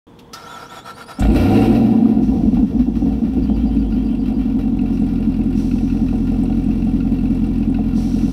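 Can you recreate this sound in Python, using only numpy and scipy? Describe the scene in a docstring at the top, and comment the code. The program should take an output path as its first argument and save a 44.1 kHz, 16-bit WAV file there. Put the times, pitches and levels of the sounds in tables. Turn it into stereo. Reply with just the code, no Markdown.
"""A cross-plane V8 sports car starts in a car park, heard from a few metres behind its tailpipes.
Over distant traffic the starter clacks in, then grinds and whines as it turns the engine. At 1.2 s the
engine catches and revs up: eight uneven cylinders ring two exhaust pipes, with a rasp and a tick at
each firing. From 2.1 s it sinks, popping and misfiring, while air hisses and then a belt chirps.
By 5 s it has settled into a loping idle. A brick wall sends some of the car's sound back throughout."""
import sys
import numpy as np
from scipy import signal
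from scipy.fft import rfft, irfft
from scipy.io import wavfile
from scipy.ndimage import uniform_filter1d

SR = 44100
rng = np.random.default_rng(int(sys.argv[2]) if len(sys.argv) > 2 else 0)


def wrap_up_sound(samples):
    """Save the sound to the file named by the first command line argument, as 16-bit audio."""
    columns = np.atleast_2d(samples).T
    # keep every value between -1 and 1, then stretch to whole-number steps
    tamed = np.clip(columns, -1, 1)
    steps = np.round(tamed * 32767).astype(np.int16)
    wavfile.write(sys.argv[1], SR, steps)


N = 366912
T = np.arange(N) / SR

# Tone curves of traffic, hissing air, grinding gears, exhaust thump and exhaust gas.
# Each row: frequency in Hz, relative level in dB.
TRAFFIC_TONE = [(18, -53), (30, -9.5), (235, -3), (435, -10.5), (470, -10), (608, -18.5), (917, -13.5),
                (1380, -26.5), (2770, -34.5), (3400, -26), (3870, -38.5), (14000, -50.5)]
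AIR_TONE = [(1500, -26.5), (3000, -10.5), (4200, -6.5), (5000, -9), (5800, -2), (6600, -18), (8000, -14.5),
            (9600, -16.5), (12000, -19), (15500, -28.5)]
GRIND_TONE = [(240, -61), (400, -25), (458, 7.5), (602, -11), (650, 1), (1090, -22), (1350, -22),
              (1590, -21), (2510, -19), (5600, -24.5), (15000, -29.5)]
THUMP_TONE = [(20, -11), (32, -5), (43, 4.5), (55, 15), (66, -2), (87, -0.5), (118, -5.5), (135, 0),
              (160, -13), (240, -61.5)]
GAS_TONE = [(700, -7.5), (1100, 3), (2000, -16.5), (3000, -0.5), (4800, -2.5), (5800, -5), (6600, -16),
            (9000, -15), (12000, -7), (15500, -19)]
# Ringing notes of the gear housing, the tailpipe and silencer, the rasp and the ticks.
# Each row: pitch in Hz, width in Hz, relative level in dB.
HOUSING_NOTES = [(774, 29, -5.5), (959, 27, 3), (1344, 50, 7.5), (1847, 36, -4.5), (2170, 120, -17),
                 (3434, 58, -9), (3860, 31, -9), (4660, 32, -13), (4800, 30, -26), (5590, 75, -11.5)]
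BARK_NOTES = [(283.8, 24, 7.5), (342, 11.4, 8.5), (446.2, 34.3, -0.5), (476.5, 27, -5), (501, 13, -8.5),
              (617.6, 20, -8), (706.6, 68, -9), (768.6, 55, -6.5), (873, 34, -19.5), (1002, 30, -17)]
RASP_NOTES = [(1180, 200, -1.5), (1417, 63, 11), (1860, 190, 2.5), (2326, 77, 8), (2732, 92, 8),
              (3310, 130, 5), (3900, 170, 0), (5400, 500, -25)]
TICK_NOTES = [(1417, 71, 2.5), (2160, 73, -4), (2595, 120, 4), (2825, 120, 0), (4030, 880, -12.5)]
# Notes of the two pipes, one for each bank (row of cylinders).
# Each row: pitch in Hz, width in Hz, relative level in dB on bank 0, then on bank 1.
PIPE_NOTES = [(175.6, 6.7, -2.5, 2.0), (191.5, 48.2, -7.5, -1.0), (218.2, 29.3, 0.5, 6.0),
              (257.94, 11.2, 4.0, -0.5), (266.6, 19.34, 5.0, -8.5), (274.55, 26.3, -1.0, -2.0),
              (348.7, 4.3, -21.5, -12.0), (292.8, 11.4, -10.5, -10.0), (332.0, 22, -24.0, -29.5)]
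# Air valves opening. Each row: start in seconds, level in dB, seconds to fall by half.
HISSES = [(2.2, -52, 0.41), (2.94, -60.5, 0.082), (4.91, -54, 0.046), (5.55, -46, 0.19),
          (7.94, -44.5, 0.64)]
# Relay, solenoid and gear release. Each row: start in seconds, level in dB, pitch in Hz, fade in seconds.
CLACKS = [(0.188, -40, 3070, 0.01), (.332, -26, 5130, 0.012), (1.193, -30.5, 7720, 0.014)]
# Starter strokes, from one squeeze of a cylinder to the next.
# Each row: start in seconds, starting whine in Hz, gear level in dB, drop in dB as the gears go slack.
STROKES = [(.335, 3335, -36, 3), (.63, 4874, -33.5, 11.5), (0.791, 6810, -32.5, 23),
           (0.911, 7950, -34.5, 18), (1.028, 9000, -32, 24), (1.132, 9190, -43, 1)]
# Engine speed. Each row: time in seconds, firings per second.
SPEED = [(1.18, 36.45), (1.47, 99.03), (1.74, 118.17), (2.08, 112), (2.73, 71.38), (3.4, 57.61),
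         (4.21, 46.03), (5.16, 43.09), (6.13, 43.03), (7.07, 44.13), (7.6, 42.47), (8.3, 43.68)]
# The cylinders in firing order. Each row: bank (0 or 1), delay as a share of the gap between firings.
FIRING_ORDER = [(0, -.032), (1, .463), (0, -.043), (0, .039), (1, -.034), (0, .016), (1, -.394), (1, -.208)]
# The same cylinders' strengths. Each row: push on the pipe, bark and tick, all in relative dB.
CYLINDERS = [(6, 4.5, -32), (-3.5, 2.5, -15), (-6.5, 6, -10.5), (1, -2.5, 18), (0, 0, 9.5), (5, 10, 3),
             (-9, 4, 16), (-7, 5.5, -3)]
# The bass thump. Each row: time in seconds, level in dB.
THUMP_LEVEL = [(1.2, -13.5), (1.89, -22), (2.01, -31), (2.25, -22), (3.18, -22.5), (3.22, -30), (3.43, -20),
               (3.91, -20), (4.07, -25), (6.26, -21.5), (8.3, -22.5)]
# Misfires. Each row: middle in seconds, half length in seconds, dip in dB (below zero is a lift).
MISFIRES = [(2.263, 0.021, 7.5), (2.403, 0.012, -3), (2.507, 0.011, 11.5), (2.677, 0.031, 14.5),
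            (2.848, 0.018, 11.5), (2.934, 0.031, 6), (3.191, 0.028, 3), (3.308, 0.012, 5.5)]
# Extra hard firings. Each row: start in seconds, then boom, bark and crack in relative dB.
POPS = [(1.186, -15, -29, -46), (1.197, -10.5, -30, -37), (1.221, -13.5, -20, -24.5),
        (1.251, -9, -20.5, -29), (1.312, -16, -30, -36), (2.281, -5, -40, -62.5), (2.356, -12, -33, -56),
        (2.432, -4.5, -41.5, -47), (2.472, -9.5, -41, -52), (2.528, -10.5, -34, -50), (2.57, -3, -27, -42),
        (2.626, -3.5, -33, -56), (2.799, -4.5, -31.5, -56), (2.879, -6.5, -41.5, -62), (3.02, -3, -30, -50),
        (3.36, -6.5, -38, -57.5), (3.499, -10, -29, -56), (5.756, -26, -29, -48), (6.128, -33, -26, -52),
        (6.357, -30, -33.5, -52), (6.498, -23, -27, -42), (7.787, -26, -28.5, -52)]
# Stages of the start. Each row: start, rise, hold and fall, all in seconds.
STAGES = [(1.16, 0.017, 0.11, 0.11),  # catch: the first ragged firings
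          (1.17, 0.15, 0.31, 0.35),  # throttle: it opens for the rev
          (2.12, 0.17, 0.82, 1.93)]  # overrun: throttle shut, lean uneven burning
# How the exhaust follows the engine.
# Each row: dB at idle, then dB added per doubling of speed, at the catch, on throttle, on the overrun.
RESPONSE = [(-17, 4, 0.5, -2.5, -2),  # drone
            (-32.5, 6, 1, 9, -1),  # bark
            (-46, 0.5, 0, 14.5, -3),  # rasp
            (-5, -3, -3, 4.5, -7),  # ticks, within the rasp
            (2.5, 0.07, 4.5, 0.1, 3.5)]  # scatter between firings, which each layer scales

PUFF_RISE_S = 0.001


def undb(db):
    """Turn decibels into a number to multiply by."""
    return 10 ** (np.asarray(db) / 20)


def curve(rows):
    """Join (time, value) points with straight lines."""
    return np.interp(T, *np.transpose(rows))


def stage(start_s, rise_s, hold_s, fall_s):
    """Rise from 0 to 1, hold, and fall back."""
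    return np.interp(T, start_s + np.cumsum([0, rise_s, hold_s, fall_s]), [0, 1, 1, 0])


def unit(x):
    """Scale to an average strength (rms) of 1."""
    return x / np.sqrt(np.mean(x ** 2))


def even(x, size=8160):
    """Hold the strength near 1, averaged over about one idling engine cycle."""
    power = uniform_filter1d(np.mean(np.atleast_2d(x) ** 2, axis=0), size)
    return x / np.sqrt(np.abs(power) + np.mean(x ** 2) / 100)


def noise(alike):
    """Stereo noise; alike runs from 0 (unrelated sides) to 1 (equal sides)."""
    return np.sqrt(alike) * rng.standard_normal(N) + np.sqrt(1 - alike) * rng.standard_normal((2, N))


def colour(x, tone, size=8192):
    """Shape a sound with a tone curve."""
    hz, db = np.transpose(tone)
    grid = np.maximum(np.fft.rfftfreq(size, 1 / SR), 1)
    cepstrum = irfft(np.log(undb(np.interp(np.log(grid), np.log(hz), db))))
    # folding this in half keeps the filter from sounding before its input
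    cepstrum[1:size // 2] *= 2
    cepstrum[size // 2 + 1:] = 0
    response = irfft(np.exp(rfft(cepstrum)))
    return signal.fftconvolve(np.atleast_2d(x), response[None], axes=1)[:, :N]


def ring(x, notes):
    """Make a sound ring at the given notes; neighbours swing in opposite directions."""
    return sum((-1) ** k * undb(db) * signal.lfilter(*signal.iirpeak(hz, hz / width, SR), x)
               for k, (hz, width, db) in enumerate(notes))


def band(x, low_hz, high_hz, order=3):
    """Keep what lies between two frequencies."""
    return signal.sosfiltfilt(signal.butter(order, [low_hz, high_hz], "band", fs=SR, output="sos"), x)


def pulses(times, sizes):
    """One click at each time."""
    return np.bincount(np.clip(times * SR, 0, N).astype(int), sizes, N + 1)[:N]


def fade(x, decay_s):
    """Give each click a dying tail."""
    return signal.lfilter([1], [1, -np.exp(-1 / (decay_s * SR))], x)


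def soften(x, rise_s):
    """Round off each sudden start."""
    return fade(x, rise_s) / (rise_s * SR)


def car_park():
    """Distant traffic and a faint ventilation hum."""
    return undb(-43) * unit(colour(noise(0.97), TRAFFIC_TONE)) + undb(-50) * np.sin(2 * np.pi * 470 * T)


def wall(x, echo_s=0.64):
    """Tarmac and brick scatter the sound back, differently to each ear."""
    t = T[:SR // 2]
    tail = rng.standard_normal((2, len(t))) * undb(-60 * t / echo_s) * (t > 0.006)
    tail = band(tail / np.sqrt(np.sum(tail ** 2) / 2), 310, 15000, order=2)
    return signal.fftconvolve(x, tail, axes=1)[:, :N]


def air_valves(rise_s=0.032):
    """Air hisses under the bonnet: each valve opens suddenly and the flow dies away."""
    flow = sum(undb(db) * np.clip((T - s) / rise_s, 0, 1) / (1 + np.maximum(T - s - rise_s, 0) / half_s)
               for s, db, half_s in HISSES)
    return flow * unit(colour(noise(0.34), AIR_TONE))


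def belt(crank, start_s=3.44, laps=8, firings_per_lap=6.6, chirp_hz=4700):
    """As the engine slows, each lap of the belt gives a falling chirp, then a lower rising squeak."""
    lap_times = np.interp(np.interp(start_s, T, crank) + firings_per_lap * np.arange(laps), crank, T)
    out = 0
    for s in lap_times:
        level = undb(-49.5 - 4 * (s - start_s))
        for delay_s, ratio, glide, length_s in [(0, 1, -0.65, 0.02), (0.055, 0.66, 1.2, 0.046)]:
            t = T - s - delay_s
            pitch_hz = chirp_hz * ratio * (1 + glide * t) + 900 * rng.standard_normal(N)
            swell = np.exp(-np.minimum((t / length_s) ** 2, 20))
            out = out + level * swell * np.sin(2 * np.pi * np.cumsum(pitch_hz) / SR)
    return out


def clacks():
    """The starter's switches and gear strike short metal blows, each with its own bright ring."""
    out = 0
    for s, db, hz, decay_s in CLACKS:
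        burst = soften(fade(pulses(np.array([s]), [undb(db)]), decay_s), rise_s=0.0031)
        metal = unit(ring(noise(0.16), [(hz, 900, 0)]))
        out = out + burst * (metal + 0.66 * unit(colour(noise(0.18), GAS_TONE)))
    return out


def cranking(release_s=1.225, release_hz=10700):
    """After each squeeze the gears go slack and the motor races, until the next squeeze brakes it."""
    starts, hz, load_db, slack_db = np.transpose(STROKES)
    edges = np.append(starts, release_s)
    strokes_done = np.interp(T, edges, np.arange(len(edges)))
    k = np.minimum(strokes_done.astype(int), len(starts) - 1)
    progress = strokes_done - k
    surge_hz = 9600 * np.diff(edges)[k] * np.abs(np.sin(np.pi * progress ** 1.4)) ** 1.5  # peaks late
    whine_hz = np.interp(T, edges, np.append(hz, release_hz)) + surge_hz
    dip_db = slack_db[k] * np.exp(-((progress - 0.31) / 0.19) ** 2)
    # the gears are silent before the first stroke and die away after the release
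    mute_db = 452 * np.clip(T - release_s, 0, 0.5) + 2000 * np.clip(starts[0] - T, 0, 0.1)
    return whine_hz, uniform_filter1d(load_db[k], size=1024) - dip_db - mute_db


def starter():
    """Gear teeth grind and ring their housing; the motor's whine sags at every squeeze."""
    whine_hz, gear_db = cranking()
    phase = np.cumsum(whine_hz * (1 + 0.12 * rng.standard_normal(N))) / SR
    teeth = (np.exp(-(phase / 48 % 1) / 0.63) + 0.48) * noise(0.61)
    grind = unit(colour(teeth, GRIND_TONE + [(16000, -31)]))
    gears = unit(ring(teeth, HOUSING_NOTES)) + undb(-4) * grind
    # the whine swells as it sweeps through the casing's notes
    casing_notes = [(3450, 300, -44.5), (5450, 700, -48), (7000, 500, -51), (9700, 900, -53)]
    whine = ring(np.sin(2 * np.pi * phase) + np.sin(np.pi * phase), casing_notes)
    uneven_teeth = unit(band(rng.standard_normal(N), 12, 50, order=1))
    flutter = undb(5.5 * np.minimum(uneven_teeth, 1))
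    in_gear = stage(0.305, 0.07, 0.805, 0.04)
    return undb(gear_db) * band(gears, 514, 14500) + whine * flutter * in_gear


def pipe(x, bank):
    """The exhaust pipe of one bank rings at its low notes."""
    notes = np.array(PIPE_NOTES)[:, [0, 1, 2 + bank]]
    return band(ring(x, notes), 150, 390)


def pops():
    """Single hard burns boom through both pipes and bark in the tailpipe; the hottest also crack."""
    s, boom_db, bark_db, crack_db = np.transpose(POPS)
    blows = pulses(s, undb(boom_db))
    boom = pipe(blows, 0) + pipe(blows, 1)
    boom = boom / np.abs(boom).max() * undb(boom_db.max() - 1)
    bark = fade(pulses(s, undb(bark_db)), 0.012) * unit(band(ring(noise(0.9), BARK_NOTES), 480, 830))
    snaps = soften(fade(pulses(s, undb(crack_db)), 0.0067), PUFF_RISE_S)
    crack = snaps * unit(band(ring(noise(0.91), RASP_NOTES), 800, 7000))
    return boom + band(bark, 300, 1400) + crack


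def misfires():
    """How many dB the exhaust sinks while cylinders fail to fire."""
    return sum(db * np.exp(-np.minimum(((T - s) / half_s) ** 2, 20)) for s, half_s, db in MISFIRES)


def gas_rasp(times, puff_db, tick_db, valve_db, tick_mix_db):
    """Each firing lets out a rasping puff of gas and a tick; the engine's valves add a finer tick."""
    puffs = soften(fade(pulses(times, undb(puff_db)), 0.026), PUFF_RISE_S)
    gas = (puffs + 0.12) * noise(0.28)
    ticks = fade(pulses(times, undb(tick_db)), 0.0074) * noise(0.3)
    valves = soften(fade(pulses(times + 0.002, undb(valve_db)), 0.006), 0.001) * noise(0.3)
    return even(unit(band(ring(gas, RASP_NOTES), 800, 3900))
                + undb(-4.5) * unit(colour(gas, GAS_TONE))
                + undb(tick_mix_db) * unit(band(ring(ticks, TICK_NOTES), 1100, 5500))
                + undb(tick_mix_db - 11) * unit(band(valves, 7300, 10500)))


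def tailpipe_bark(blows):
    """Each blow and its short rush of noise ring the tailpipe and silencer, louder on the left."""
    rush = fade(blows, 0.032) * noise(0.67)
    bark = even(band(ring(unit(blows) + 1.86 * unit(rush), BARK_NOTES), 232, 1100))
    return undb([[2.6], [-2.6]]) * bark


def bass_thump(outflow):
    """The slow outflow of gas thumps; its steady part makes no sound and is taken out."""
    swings = signal.sosfilt(signal.butter(1, 14, "high", fs=SR, output="sos"), outflow)
    return even(colour(swings, THUMP_TONE))


def engine(firing_hz, crank, idle_hz=43):
    """Each firing rings its bank's pipe, thumps, barks and rasps, never quite the same way twice."""
    controls = [np.ones(N), np.log2(firing_hz / idle_hz)] + [stage(*row) for row in STAGES]
    drone_db, bark_db, rasp_db, tick_mix_db, unevenness = np.array(RESPONSE) @ np.array(controls)
    k = np.arange(1, int(crank[-1]))
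    times = np.interp(k, crank, T)
    bank, lag = np.array(FIRING_ORDER)[k % len(FIRING_ORDER)].T
    push, bark_push, tick_push = np.array(CYLINDERS)[k % len(CYLINDERS)].T
    time_luck, drone_luck, gas_luck, bark_luck, tick_luck = rng.standard_normal((len(k), 5)).T
    scatter = np.interp(times, T, unevenness)
    arrivals = np.interp(k + lag, crank, T) + 0.00009 * scatter * time_luck
    sizes = undb(push + 0.79 * scatter * drone_luck)  # the long pipes even out the firings
    drone = even(sum(pipe(pulses(arrivals, sizes * (bank == b)), b) for b in range(2)))
    outflow_sizes = undb(0.039 * push + 0.33 * scatter * gas_luck)  # nearly alike for all cylinders
    thump = bass_thump(pulses(times + 0.0001 * scatter ** 2 * time_luck, outflow_sizes))
    bark = tailpipe_bark(pulses(times, undb(bark_push + 0.9 * scatter * bark_luck)))
    rasp = gas_rasp(times, puff_db=1.52 * scatter * gas_luck, tick_db=tick_push + 3.2 * tick_luck,
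                    valve_db=5.2 * bark_luck, tick_mix_db=tick_mix_db)
    dip_db = misfires()
    out = (undb(drone_db - dip_db) * drone
           + undb(curve(THUMP_LEVEL) - 0.52 * dip_db) * thump
           + undb(bark_db - dip_db) * bark
           + undb(rasp_db - 0.14 * dip_db) * rasp)
    return out * np.clip(crank * 2, 0, 1)  # silent until it catches


def scene():
    """The tailpipes, the machinery under the bonnet, their echo and the car park."""
    firing_hz = curve(SPEED)
    crank = np.cumsum(firing_hz * (T >= SPEED[0][0])) / SR  # counts firings
    left, right = engine(firing_hz, crank) + pops()
    exhaust = np.array([left, np.roll(right, 2)])  # the sound reaches the left side first
    car = exhaust + belt(crank) + air_valves() + starter() + clacks()
    return car + undb(-10) * wall(car) + car_park()


def record(dry, open_s=0.068, ceiling=0.74, top_hz=15700):
    """The microphone opens after a moment, rounds the loudest peaks and cuts the highest treble."""
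    opened = dry * (T > open_s)
    rounded = opened / (1 + (opened / ceiling) ** 8) ** (1 / 8)
    return signal.sosfilt(signal.ellip(10, 0.2, 80, top_hz, fs=SR, output="sos"), rounded)


dry = scene()
out = record(dry)
wrap_up_sound(out)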